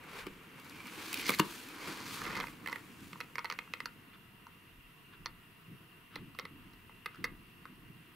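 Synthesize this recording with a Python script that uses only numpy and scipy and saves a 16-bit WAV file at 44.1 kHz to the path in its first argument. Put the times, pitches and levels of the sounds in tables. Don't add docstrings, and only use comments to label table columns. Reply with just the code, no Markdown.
import sys
import numpy as np
from scipy import signal
from scipy.fft import rfft, irfft
from scipy.io import wavfile
from scipy.ndimage import uniform_filter1d

SR = 44100
rng = np.random.default_rng(int(sys.argv[2]) if len(sys.argv) > 2 else 0)


def store_wav(level_fs):
    pcm = np.round(np.clip(np.atleast_2d(level_fs), -1, 1) * 32767)
    wavfile.write(sys.argv[1], SR, pcm.T.astype(np.int16))


def magnitude_from_level(level_db):
    exponent = np.asarray(level_db, float) / 20
    return 10 ** exponent


N = 359415
HZ = np.fft.rfftfreq(512, 1 / SR)
FRAMES = np.arange(N // 128 + 5) * 128 / SR

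# f/Hz, level/dB per Hz
BOARD_SPECTRUM = [(260, -38), (450, 11.5), (478, 3), (530, -2), (589, -10), (1020, 1), (1440, -2),
                  (1600, -3), (2040, -12.5), (3230, -9), (4300, -13.5), (7030, -13.5), (8670, -14.5),
                  (13600, -14.5), (16000, -14)]
# f/Hz, left-right likeness
NEAR_LIKENESS = [(60, 0.45), (180, 0.17), (550, 0.91), (1650, 0.57), (4970, 0.49), (15000, 0.69)]
# t/s, pressure level/dB, speed as rasp over rub level/dB
NUDGE = [
    (0.0, -58.5, -16.5),
    (.196, -46.5, -6),
    (.254, -56, -12.5),
    (.3, -59.5, -11.5),
]
LIFT = [
    (.512, -58.5, -14),
    (.626, -55.5, -9.5),
    (.86, -56.5, -6),
    (1.03, -49, -1),
    (1.1, -52.5, 2),
    (1.138, -47, -3),
    (1.2, -48.5, 4.5),
    (1.255, -50.5, -2),
]
STRAIN = [
    (1.283, -46, 8),
    (1.31, -40, -4),
    (1.345, -53.5, 7),
    (1.372, -59.5, 6),
]
SWING = [
    (1.39, -44, -6),
    (1.43, -51.5, -2.5),
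    (1.55, -55.5, 3.5),
    (1.776, -52.5, -7.5),
    (1.88, -47, -3),
    (2.03, -51.5, -4.5),
    (2.134, -51.5, 4.5),
    (2.31, -45.5, -10),
    (2.4, -44, -12.5),
]
REST = [
    (2.46, -57, -1),
    (2.6, -60, -11.5),
    (2.66, -56, -9),
    (2.97, -63, -6.5),
    (3.04, -60.5, -3),
    (3.3, -65.5, -9.5),
    (3.55, -61, -14),
    (3.85, -70, -9),
    (4.2, -60, -22),
]
# t/s, half length/s, level/dB
BRUSHES = [
    (0.276, 0.0082, -48.5),
    (0.879, 0.0062, -47.5),
    (2, .015, -53),
    (1.885, .05, -63),
    (3.01, 0.031, -62),
    (4.144, 0.022, -59.5),
    (5.141, 0.015, -57),
    (6.16, 0.038, -56),
    (7.166, 0.067, -62.5),
]


def slide():
    z = pair(NEAR_LIKENESS, 3.2)
    t = FRAMES[:z.shape[2]]
    rub_db, speed_db = columns([NUDGE, LIFT, STRAIN, SWING, REST], t)
    press, quick = rub_db + 50, speed_db + 5
    rasp_db = rub_db + speed_db
    fizz_db = -58.5 + 0.63 * press + 0.95 * quick
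    flap_hz = 2270 - 8 * press + 13 * quick
    board_db = read(BOARD_SPECTRUM, HZ)

    flap = .6 + 2.26 / (1 + ((HZ[:, None] - flap_hz) / 240) ** 2)
    flap = flap * shaped(board_db, 443, 3940)
    flap = flap * np.sqrt(np.mean(shaped(board_db, 500, 3200) ** 2) / np.mean(flap ** 2, 0))
    rim_db = 20 * np.log10(1 + 0.76 / (1 + ((HZ - 4280) / 410) ** 2))
    rasp = shaped(board_db + rim_db, 1650, 5500)
    fizz = shaped(board_db, 5200, 14000)
    colour = np.sqrt((flap * magnitude_from_level(rub_db)) ** 2 + (rasp * magnitude_from_level(rasp_db)) ** 2 + (fizz * magnitude_from_level(fizz_db)) ** 2)

    fade = np.clip((REST[-1][0] - t) / 0.33, 0, 1)
    brush = sum(magnitude_from_level(db) * np.exp(-((t - s) / half) ** 2) for s, half, db in BRUSHES)
    colour = np.hypot(colour * fade, brush * shaped(board_db, 1260, 3900))
    judder = patches((1, len(t)), 1, 3)
    colour = colour * magnitude_from_level(0.79 * patches(z[0].shape, 8, 12) + 1.16 * judder)
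    return sound(z * colour * magnitude_from_level(np.array([.4, -.4]))[:, None, None])


# f/Hz, level/dB, decay t60/s
MAIN_MODES = [(2097, 4.5, 0.024), (1776, -1.5, 0.022), (2490, -5, 0.018), (2770, -14.5, 0.015)]
LOW_MODES = [(944, -0.5, 0.038), (1214, 0.5, 0.028), (1082, -6, 0.024), (1380, -3.5, 0.023)]
UPPER_MODES = [(4165, -4.5, 0.012), (4810, 4, 0.0048), (3236, 0.5, 0.006), (5980, -1.5, 0.0041)]
# f/Hz, level/dB, decay t60/s
WALL_MODES = [(480, 0, 0.052), (453, -6.5, 0.026)]
# t/s, strength level/dB, dullness (low over main modes)/dB,
# sharpness (upper modes)/dB, edge (tilt of upper modes)/dB per half octave
NICKS = [
    (0.2672, -38.5, -2, -3, 1),
    (0.5984, -58.5, 11, 13, -9),
    (0.6458, -56, 5, 8, 1),
    (0.6963, -59, -8, 18, 8),
    (0.8704, -56, 6, 15, 9),
]
SLIPS = [
    (1.1015, -54, -10, -5, 1),
    (1.1292, -31, -22, 2.5, -3),
    (1.142, -26.5, -32, -3, -6),
    (1.1725, -39, -15, 2, 1),
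    (1.189, -43, -15, -3, 1),
    (1.196, -32, -14, -7, 1),
    (1.213, -33, -25, -11, -2),
    (1.257, -44, -20, -8, 1),
    (1.265, -33, -20, 0, -5),
    (1.687, -42, -14, -4, -4),
]
POPS = [
    (1.2827, -36, -6, -10, 0),
    (1.291, -25.5, -3, -4, 1),
    (1.2935, -18.5, -3.5, -4, -1),
    (1.3038, -26.5, 8, 0, -2),
    (1.319, -36, -8, -6, -1),
    (1.3425, -44, -35, 5, -3),
    (1.348, -34, -34, 4, 4),
    (1.875, -39, 1, -20, 1),
]
RELEASE = [
    (1.3875, -37, -12, 8, 1),
    (1.396, -44, -7, -7, 1),
    (1.3968, -15, 16, -5, 1),
    (1.399, -23, -3, -2.5, 1),
]
SCRAPES = [(2.171, -39, 10, -9, 1), (2.2177, -38.5, -1, -1, -4), (2.245, -38, -4, -3, 1),
           (2.2538, -30, -13, -16, 5), (2.264, -34, -3, -14, 3), (2.2709, -37, -1, -5, 6),
           (2.278, -39, -5, -8, 1), (2.287, -39, 10, -14, 1), (2.3, -42, 8, -16, 1),
           (2.3077, -42, -3, -12, 1), (2.316, -41, 3, 1, 3), (2.329, -38, -2, -14, 1),
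           (2.353, -30.5, -16, -9, -3), (2.359, -35, -9, -13, 3), (2.365, -39, -8, -10, 1),
           (2.3686, -38, 9, -10, 2), (2.38, -35, -8, -14, 1), (2.388, -34, 11, -14, 1),
           (2.4012, -29, -4, -2.5, 1), (2.4079, -33.5, -5.5, 2, -6), (2.419, -52, 11, -9, 1),
           (2.432, -37, 5, -22, 1), (2.439, -33, 3, -20, -4), (2.4698, -36.5, -4.5, -7, -4),
           (2.4823, -40, 0, -12, -3)]
CLUSTER = [
    (2.642, -49, 10, -10, 1),
    (2.6605, -31, -9, -25, -4),
    (2.6738, -27.5, -8, -12, -2),
    (2.685, -33, -2, -10, -2),
    (2.6967, -36, 8, -3, -2),
    (2.728, -28, -6, -18, 11),
    (2.7585, -31, -7, -19, -2),
    (2.783, -58, 4, 3, 5),
]
RATTLE = [(3.131, -36.5, -4, -6.5, -6), (3.1571, -40.5, 16, -26, 1), (3.204, -33, 0.5, -1, -1),
          (3.21, -30.5, -6, -4.5, -7), (3.3555, -30, -5.5, -5, 14), (3.3824, -26.5, -3, -14, -4),
          (3.391, -33.5, -1, -2.5, 3), (3.445, -32.5, 3.5, -4.5, -3), (3.4495, -34, 1, -15, 1),
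          (3.4548, -30, -9, -6, -8), (3.5, -29.5, 0.5, 1, -1), (3.512, -33, -2, -9, -2),
          (3.5239, -33.5, 0, 1, 11), (3.538, -41, 12, -7, 1), (3.5887, -28, -4, -7, -15),
          (3.676, -45, 16, -21, 1), (3.7366, -26.5, -6, -5, -14), (3.8034, -30.5, -4.5, -4, -7),
          (3.771, -60, 0, 3, 1), (3.8572, -30.5, 4, 2, 1)]
TOUCHES = [
    (4.132, -51, -6, -21, 5),
    (4.468, -40.5, 31, -11, 1),
    (5.2589, -31, 2.5, 5.5, 1),
    (5.2666, -38.5, -2.5, -2, -4),
]
TAPS = [
    (6.157, -35.5, -27, -0.5, -2),
    (6.16, -34.5, -2.5, -4, -2),
    (6.349, -47, 15.5, -4, -5),
    (6.3883, -30.5, -7.5, -5, -5),
    (6.396, -34, 2, 3.5, -1),
    (6.453, -36, -4.5, -3.5, -9),
    (6.734, -56.5, -1, 1, 3),
    (6.895, -46, 8, -20, 1),
]
CLICKS = [
    (7.0591, -32.5, 0, -1.5, -21),
    (7.0616, -30.5, -8, -9, -10),
    (7.1462, -45, 15, -7, -2),
    (7.157, -49, 10, -3, -3),
    (7.2416, -25, -5.5, -8, -5),
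    (7.244, -25, -7, -3, -5),
    (7.2501, -33.5, -8, 0, 0),
    (7.254, -36, 13, -14, 1),
    (7.654, -37, 14, -11, -9),
]
# crack level/dB, crack growth with sharpness,
# pitch factors of main, low, upper modes, left-right level/dB of main, low, upper modes
RUN_VOICING = [
    (-2, 1, 1.13, 0.98, 0.98, 7, -1, 2),
    (3.5, 0.55, 1.19, 1.04, 1.17, -2, -1, -1),
    (4.5, 0.64, 1.06, 0.98, 0.84, -6, 2.5, -3),
    (3, 0.53, 1.37, 1.077, 0.94, 5, 4.5, 4),
    (-13.5, 0.19, 1, 1.016, 0.96, -6.5, -2.5, -4),
    (-9, 0.12, 0.97, 0.98, 0.97, -5.5, -2.5, -3),
    (-11, 0.71, 1.012, 1.012, 0.972, -5, -1, -4),
    (-18, .3, 0.955, 1, 0.98, -5, -1, -4),
    (-12.5, .3, 1.003, 0.94, 0.93, -4, -.5, -3.5),
    (-7.5, 0.9, 1, 1.05, 1.06, -2.5, 1, -2),
]
CRACK_EDGES = [7000, 6450, 7300, 6650, 6500, 6940, 6600, 9500, 7660, 7740]
THUD_LEVELS = [-7, -10, -6, -25, -12.5, -15, -16, -17, -9.5, -15.5]


def ticks():
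    out, t = np.zeros((2, N)), np.arange(500) / SR
    runs = NICKS, SLIPS, POPS, RELEASE, SCRAPES, CLUSTER, RATTLE, TOUCHES, TAPS, CLICKS
    rows = []
    for run, voicing, crack_hz, thud_db in zip(runs, RUN_VOICING, CRACK_EDGES, THUD_LEVELS):
        rows += [row + (crack_hz, thud_db) + voicing for row in run]
    close = abs(np.diff([row[0] for row in rows], prepend=0, append=99)) < .009
    pair_db = np.where(close[:-1], -4.5, 4.5 * close[1:])
    chance = rng.standard_normal((len(rows), 1024))
    housing_top = signal.butter(6, 6200, fs=SR)
    burst = (1 - np.exp(-t / .0003)) * (np.exp(-t / .0011) + .24 * np.exp(-t / .004))

    for row, extra_db, c in zip(rows, pair_db, chance):
        s, db, dull, sharp, edge, crack_hz, thud_db, crack_db, growth, *voicing = row
        pitches, pans = voicing[:3], voicing[3:]
        detune, grit = c[:24].reshape(3, 4, 2), c[24:524]
        blow = np.diff(grit * burst)
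        add(blow, 0, np.array([5.2, -5.2]))
        sides = magnitude_from_level(np.outer(pans, [.5, -.5]))[..., None]
        group_db = db - max(dull, 0), db + min(dull, 0), db + sharp
        upper = [(hz, d + 2 * edge * np.log2(hz / 4400), t60) for hz, d, t60 in UPPER_MODES]

        body = np.zeros((2, 3000))
        groups = MAIN_MODES, LOW_MODES, upper
        for level, side, modes, v, pitch in zip(group_db, sides, groups, detune, pitches):
            tuned = [(hz * pitch, d, t60) for hz, d, t60 in modes]
            add(body, 0, magnitude_from_level(level) * side * ring(tuned, v, blow))
        thud = ring(WALL_MODES, detune[0], np.diff(np.hanning(40)))
        add(body, 0, magnitude_from_level(db - abs(dull) / 2 + thud_db) * thud)
        body = signal.lfilter(*housing_top, body)

        bright = signal.butter(3, [crack_hz, 16000], "band", fs=SR)
        crack = c[524:] + .4 * np.outer([1, -1], grit)
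        crack = signal.lfilter(*bright, crack * burst)
        crack_level = magnitude_from_level(db + crack_db + growth * sharp + extra_db)
        add(body, 0, crack_level * sides[-1] * crack / abs(crack).max())
        add(out, s, body)
    return out


# start t/s, end t/s, slip rate/(1/s), main, low and upper mode level/dB
CREAKS = [(1.233, 1.31, 1600, -50, -69, -43.5), (1.306, 1.337, 810, -44, -60, -48),
          (1.738, 2.26, 520, -58, -54.5, -48), (2.174, 2.37, 380, -63, -47.5, -49.5),
          (2.71, 2.727, 1500, -71, -47.5, -52.5), (0.714, 1.13, 220, -50, -56.5, -58.5),
          (1.105, 1.294, 290, -44, -58, -47), (1.305, 1.29, 900, -62, -68, -49),
          (1.391, 1.403, 1300, -36, -35, -29.5), (2.35, 2.408, 500, -54, -51.5, -45.5),
          (1.335, 1.35, 1300, -42.5, -63, -43)]


def creaks():
    t, out = np.arange(N) / SR, np.zeros(N)
    luck = rng.random(N)
    size = magnitude_from_level(2.65 * np.minimum(rng.exponential(1, N), 4)) * rng.choice([-1, 1], N)
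    for start, end, rate, *group_db in CREAKS:
        progress = np.clip((t - start) / (end - start), 0, 1)
        strain = np.sqrt(np.clip(np.sin(np.pi * progress), 0, 1))
        pitch = 1.13 if start < 1.2 else 1
        body = np.zeros(3000)
        for db, modes, p in zip(group_db, (MAIN_MODES, LOW_MODES, UPPER_MODES), (pitch, 1, 1)):
            tuned = [(hz * p, d, t60) for hz, d, t60 in modes]
            add(body, 0, magnitude_from_level(db) * ring(tuned, np.zeros((4, 2)), [1, -1]))
        out += signal.oaconvolve(size * strain * (luck < rate / SR), body)[:N]
    return out * magnitude_from_level(np.array([[-1.5], [1.5]]))


# t/s, level/dB, pitch factor, ring factor
KNOCKS = [
    (0.265, -39, 1.3, 1.5),
    (1.29, -27.5, 1.33, 1.5),
    (1.305, -35.5, 0.88, 0.76),
    (1.3964, -18, 1.09, 0.43),
    (1.877, -36.5, 1.01, 1.4),
    (2.401, -63, 0.87, 0.54),
]
# f/Hz, level/dB, decay t60/s
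LID_MODES = [(147, 3.5, 0.073), (195.3, -0.5, 0.088), (285, -2.5, 0.13), (350, 5.5, 0.037), (470, 3, 0.024),
             (645, -3, 0.11)]


def knocks():
    out, push = np.zeros(N), np.diff(np.hanning(125))
    chance = rng.standard_normal((len(KNOCKS), len(LID_MODES), 2))
    for (s, db, pitch, stretch), u in zip(KNOCKS, chance):
        tuned = [(hz * pitch, d, t60) for hz, d, t60 in LID_MODES]
        add(out, s, magnitude_from_level(db) * ring(tuned, u / 2, push, stretch))
    return out


def ring(modes, detune, blow, stretch=0.53):
    t = np.arange(0, 1.3 * stretch * max(m[2] for m in modes), 1 / SR)
    x = 0
    for k, ((hz, db, t60), (u, v)) in enumerate(zip(modes, detune)):
        decay = magnitude_from_level(db + 1.8 * u - 60 * t / (t60 * stretch))
        x = x + (-1) ** k * decay * np.sin(2 * np.pi * hz * (1 + 0.0097 * v) * t)
    x = signal.fftconvolve(x, blow)
    return x / abs(x).max()


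# f/Hz, level/dB per Hz
HOLLOW_SPECTRUM = [(12, -18), (20, -27), (33, -5), (66, -18.5), (87, 2), (167, -3), (222, -7.5), (330, 3.5),
                   (359, 2.5), (464, -2.5), (600, -11), (780, -55), (1320, -120)]
# t/s, grip level/dB, hollow note f/Hz
HOLD = [(0.0, -58.5, 202), (.45, -58.5, 197), (1.25, -48, 244), (1.5, -54, 235), (2.1, -59, 264),
        (2.7, -53, 218), (3.3, -60.5, 190), (3.89, -58, 190), (4.4, -63, 185), (6.0, -65, 178),
        (8.15, -61.5, 184)]
# peak t/s, level/dB, hollow note f/Hz, swell/s, fade/s
GRIP_SHIFTS = [(0.269, -37.5, 282, 0.015, 0.036), (.65, -61, 185, 0.85, 0.97), (1.89, -49, 285, 0.49, 0.26),
               (2.031, -49.5, 198, 0.47, 0.87), (2.38, -43.5, 200, 0.86, 0.36),
               (3.03, -47.5, 170, 0.073, 0.41), (5.3, -56.5, 158, 0.71, 0.3), (5.71, -49, 163, 0.19, 0.28),
               (5.99, -63, 153, 0.1, 0.2), (6.17, -49, 210, 0.1, 0.2), (6.216, -46.5, 194, 0.088, 0.24),
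               (6.275, -51, 189, 0.032, 0.12), (6.55, -54.5, 193, 0.8, 1), (7.2, -44.5, 203, 0.059, 0.23),
               (7.32, -48, 176, 0.1, 0.28), (7.7, -60.5, 238, 0.78, 0.93), (7.93, -53.5, 180, 0.61, 0.29)]
# peak t/s, level/dB, fade/s
PUSHES = [(0.0, -66, 0.13), (.22, -57.5, 0.42), (1.2, -68, 1.6), (2.25, -62, .4), (2.38, -54, 0.36),
          (4.79, -63, 0.4), (5.24, -59, 0.45), (6.2, -63, .38), (6.58, -61, 0.49), (6.74, -66, 1.3),
          (7.24, -58, 0.64), (7.83, -61, 0.45)]


def hand():
    hz, t = np.fft.rfftfreq(N, 1 / SR), np.arange(N) / SR
    mid, side = rfft(rng.standard_normal((2, N)))
    z = np.array([mid + .26 * side, mid - .26 * side])
    z = z * magnitude_from_level(read(HOLLOW_SPECTRUM, hz)) / (1 + (hz / 600) ** 8)
    deep = 1 / (1 + (hz / 65) ** 8)
    lumps = uniform_filter1d(rng.standard_normal(N), size=900)
    lumps = evened(uniform_filter1d(lumps, size=600))

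    hold_db, hold_hz = columns([HOLD], t)
    shifts = [(swell(t, s, db, up, down), f) for s, db, f, up, down in GRIP_SHIFTS]
    shifts.append((magnitude_from_level(2 * hold_db), hold_hz))
    power = sum(p for p, f in shifts)
    hollow_db = 10 * np.log10(power)
    note_hz = sum(p * f for p, f in shifts) / power

    push = sum(swell(t, s, db, 0.18, down) for s, db, down in PUSHES)
    push = np.sqrt(magnitude_from_level(2 * -74.5) + push)
    pushes = evened(irfft((z + 0.2 * (z - z[::-1])) * deep, N))
    broad = irfft(z * (1 - deep), N)
    note = resonate(resonate(broad, note_hz, 154), note_hz, 156)
    note = note / np.sqrt(uniform_filter1d((note ** 2).mean(0), size=6000) + 1e-20)
    wash_db = -.45 * (hollow_db + 67)
    hollow = .7 * evened(broad) * magnitude_from_level(wash_db) + .75 * note
    return hollow * magnitude_from_level(hollow_db + 1.4 * lumps) + pushes * push


def swell(t, s, db, swell_s, fade_s):
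    return magnitude_from_level(2 * (db - 36 * np.maximum((s - t) / swell_s, (t - s) / fade_s)))


def resonate(x, hz, width):
    turn = np.exp(2j * np.pi * np.cumsum(hz) / SR)
    r = np.exp(-np.pi * width / SR)
    return 2 * (turn * signal.lfilter([1 - r], [1, -r], x / turn)).real


# f/Hz, decay t60/s
ROOM_DECAY = [(300, 0.23), (1200, 0.24), (2000, 0.19), (2900, 0.2), (6000, 0.028), (12000, 0.11)]


def room(x):
    taps = np.zeros((2, SR // 2))
    at = np.arange(120, SR // 2 - 20, 20)
    at = at + rng.integers(0, 20, (2, (SR // 2 - 121) // 20))
    np.put_along_axis(taps, at, rng.choice([-1., 1.], at.shape), 1)
    hz, t, z = signal.stft(taps, SR, nperseg=256)
    decay = magnitude_from_level(-60 * t / read(ROOM_DECAY, hz)[:, None])
    tail = signal.istft(z * decay, SR, nperseg=256)[1]
    tail = np.array([tail[0] + 0.88 * tail[1], tail[0] - 0.16 * tail[1]])
    return signal.fftconvolve(x.mean(0)[None], tail / np.linalg.norm(tail[0]), axes=1)[:, :N]


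# f/Hz, level/dB per Hz
AIR_SPECTRUM = [(260, -13), (450, -2.5), (598, -71), (715, 0), (868, -34), (1020, -4), (1360, -4.5),
                (1440, -6), (1890, -7.5), (2230, -8.5), (2790, -4), (3640, -14.5), (6830, -27.5),
                (14400, -13), (16000, -10.5)]
# f/Hz, width/Hz, level/dB
FAN_HUMPS = [(697, 9, -79), (950, 4, -81), (1945, 33, -69.5), (2746, 12, -68)]
# f/Hz, left-right likeness
AIR_LIKENESS = [(60, 0.5), (180, 0.048), (550, 0.014), (1650, 0.074), (4970, 0.04), (7400, 0.3),
                (10500, 0.29), (15000, 0.078)]


def air():
    z = pair(AIR_LIKENESS, 0)
    humps = 0
    for f, w, db in FAN_HUMPS:
        humps = humps + magnitude_from_level(db) / np.sqrt(w * (1 + (2 * (HZ - f) / w) ** 2) / SR * np.pi)
    hiss = magnitude_from_level(-62) * shaped(read(AIR_SPECTRUM, HZ), 220, 13100)
    centre = z.mean(0)
    fan = (np.hypot(hiss, humps[:, None]) - hiss) * (centre + .12 * (z - centre))
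    return sound((z * hiss + fan) * magnitude_from_level(.9 * patches(z[0].shape, 6, 25)))


def evened(x):
    return x / np.sqrt(np.mean(x ** 2) + 1e-20)


def read(points, hz):
    f, value = np.transpose(points)
    return np.interp(np.log(hz + 1), np.log(f + 1), value)


def columns(tables, t):
    s, *values = np.vstack(tables).T
    return [np.interp(t, s, v) for v in values]


def pair(likeness, grit_db):
    a, b = rng.standard_normal((2, N)) * magnitude_from_level(grit_db * np.minimum(rng.exponential(1, N), 5))
    a, b = signal.stft([evened(a), evened(b)], nperseg=512, noverlap=384)[2]
    same = np.sqrt(np.clip(read(likeness, HZ), 0, 1)[:, None])
    mid, side = a * np.sqrt(.5 + same / 2), b * np.sqrt(.5 - same / 2)
    return np.array([mid + side, mid - side])


def sound(z):
    return signal.istft(z, nperseg=512, noverlap=384)[1][:, :N]


def patches(shape, wide, long):
    z = uniform_filter1d(rng.standard_normal(shape), size=wide, axis=0)
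    return evened(uniform_filter1d(z, size=long, axis=1))


def shaped(db, lo_hz, hi_hz):
    edge = 1 / np.sqrt((1 + (lo_hz / (HZ + 1)) ** 10) * (1 + (HZ / hi_hz) ** 10))
    return evened(magnitude_from_level(db) * edge)[:, None]


def add(mix, s, part):
    piece = mix[..., round(s * SR):][..., :part.shape[-1]]
    piece += part[..., :piece.shape[-1]]


def scene():
    steady = slide() + hand() + air()
    blows = ticks() + knocks() + creaks()
    return blows + magnitude_from_level(-11) * room(blows) + steady


def low_pass(x):
    return signal.sosfilt(signal.butter(12, 16650, fs=SR, output="sos"), x)


def record(dry):
    edge = signal.firwin(901, 15730, window=("kaiser", 4), fs=SR)
    mix = signal.oaconvolve(dry, edge[None], "same")
    return low_pass(mix)


dry = scene()
out = record(dry)
store_wav(out)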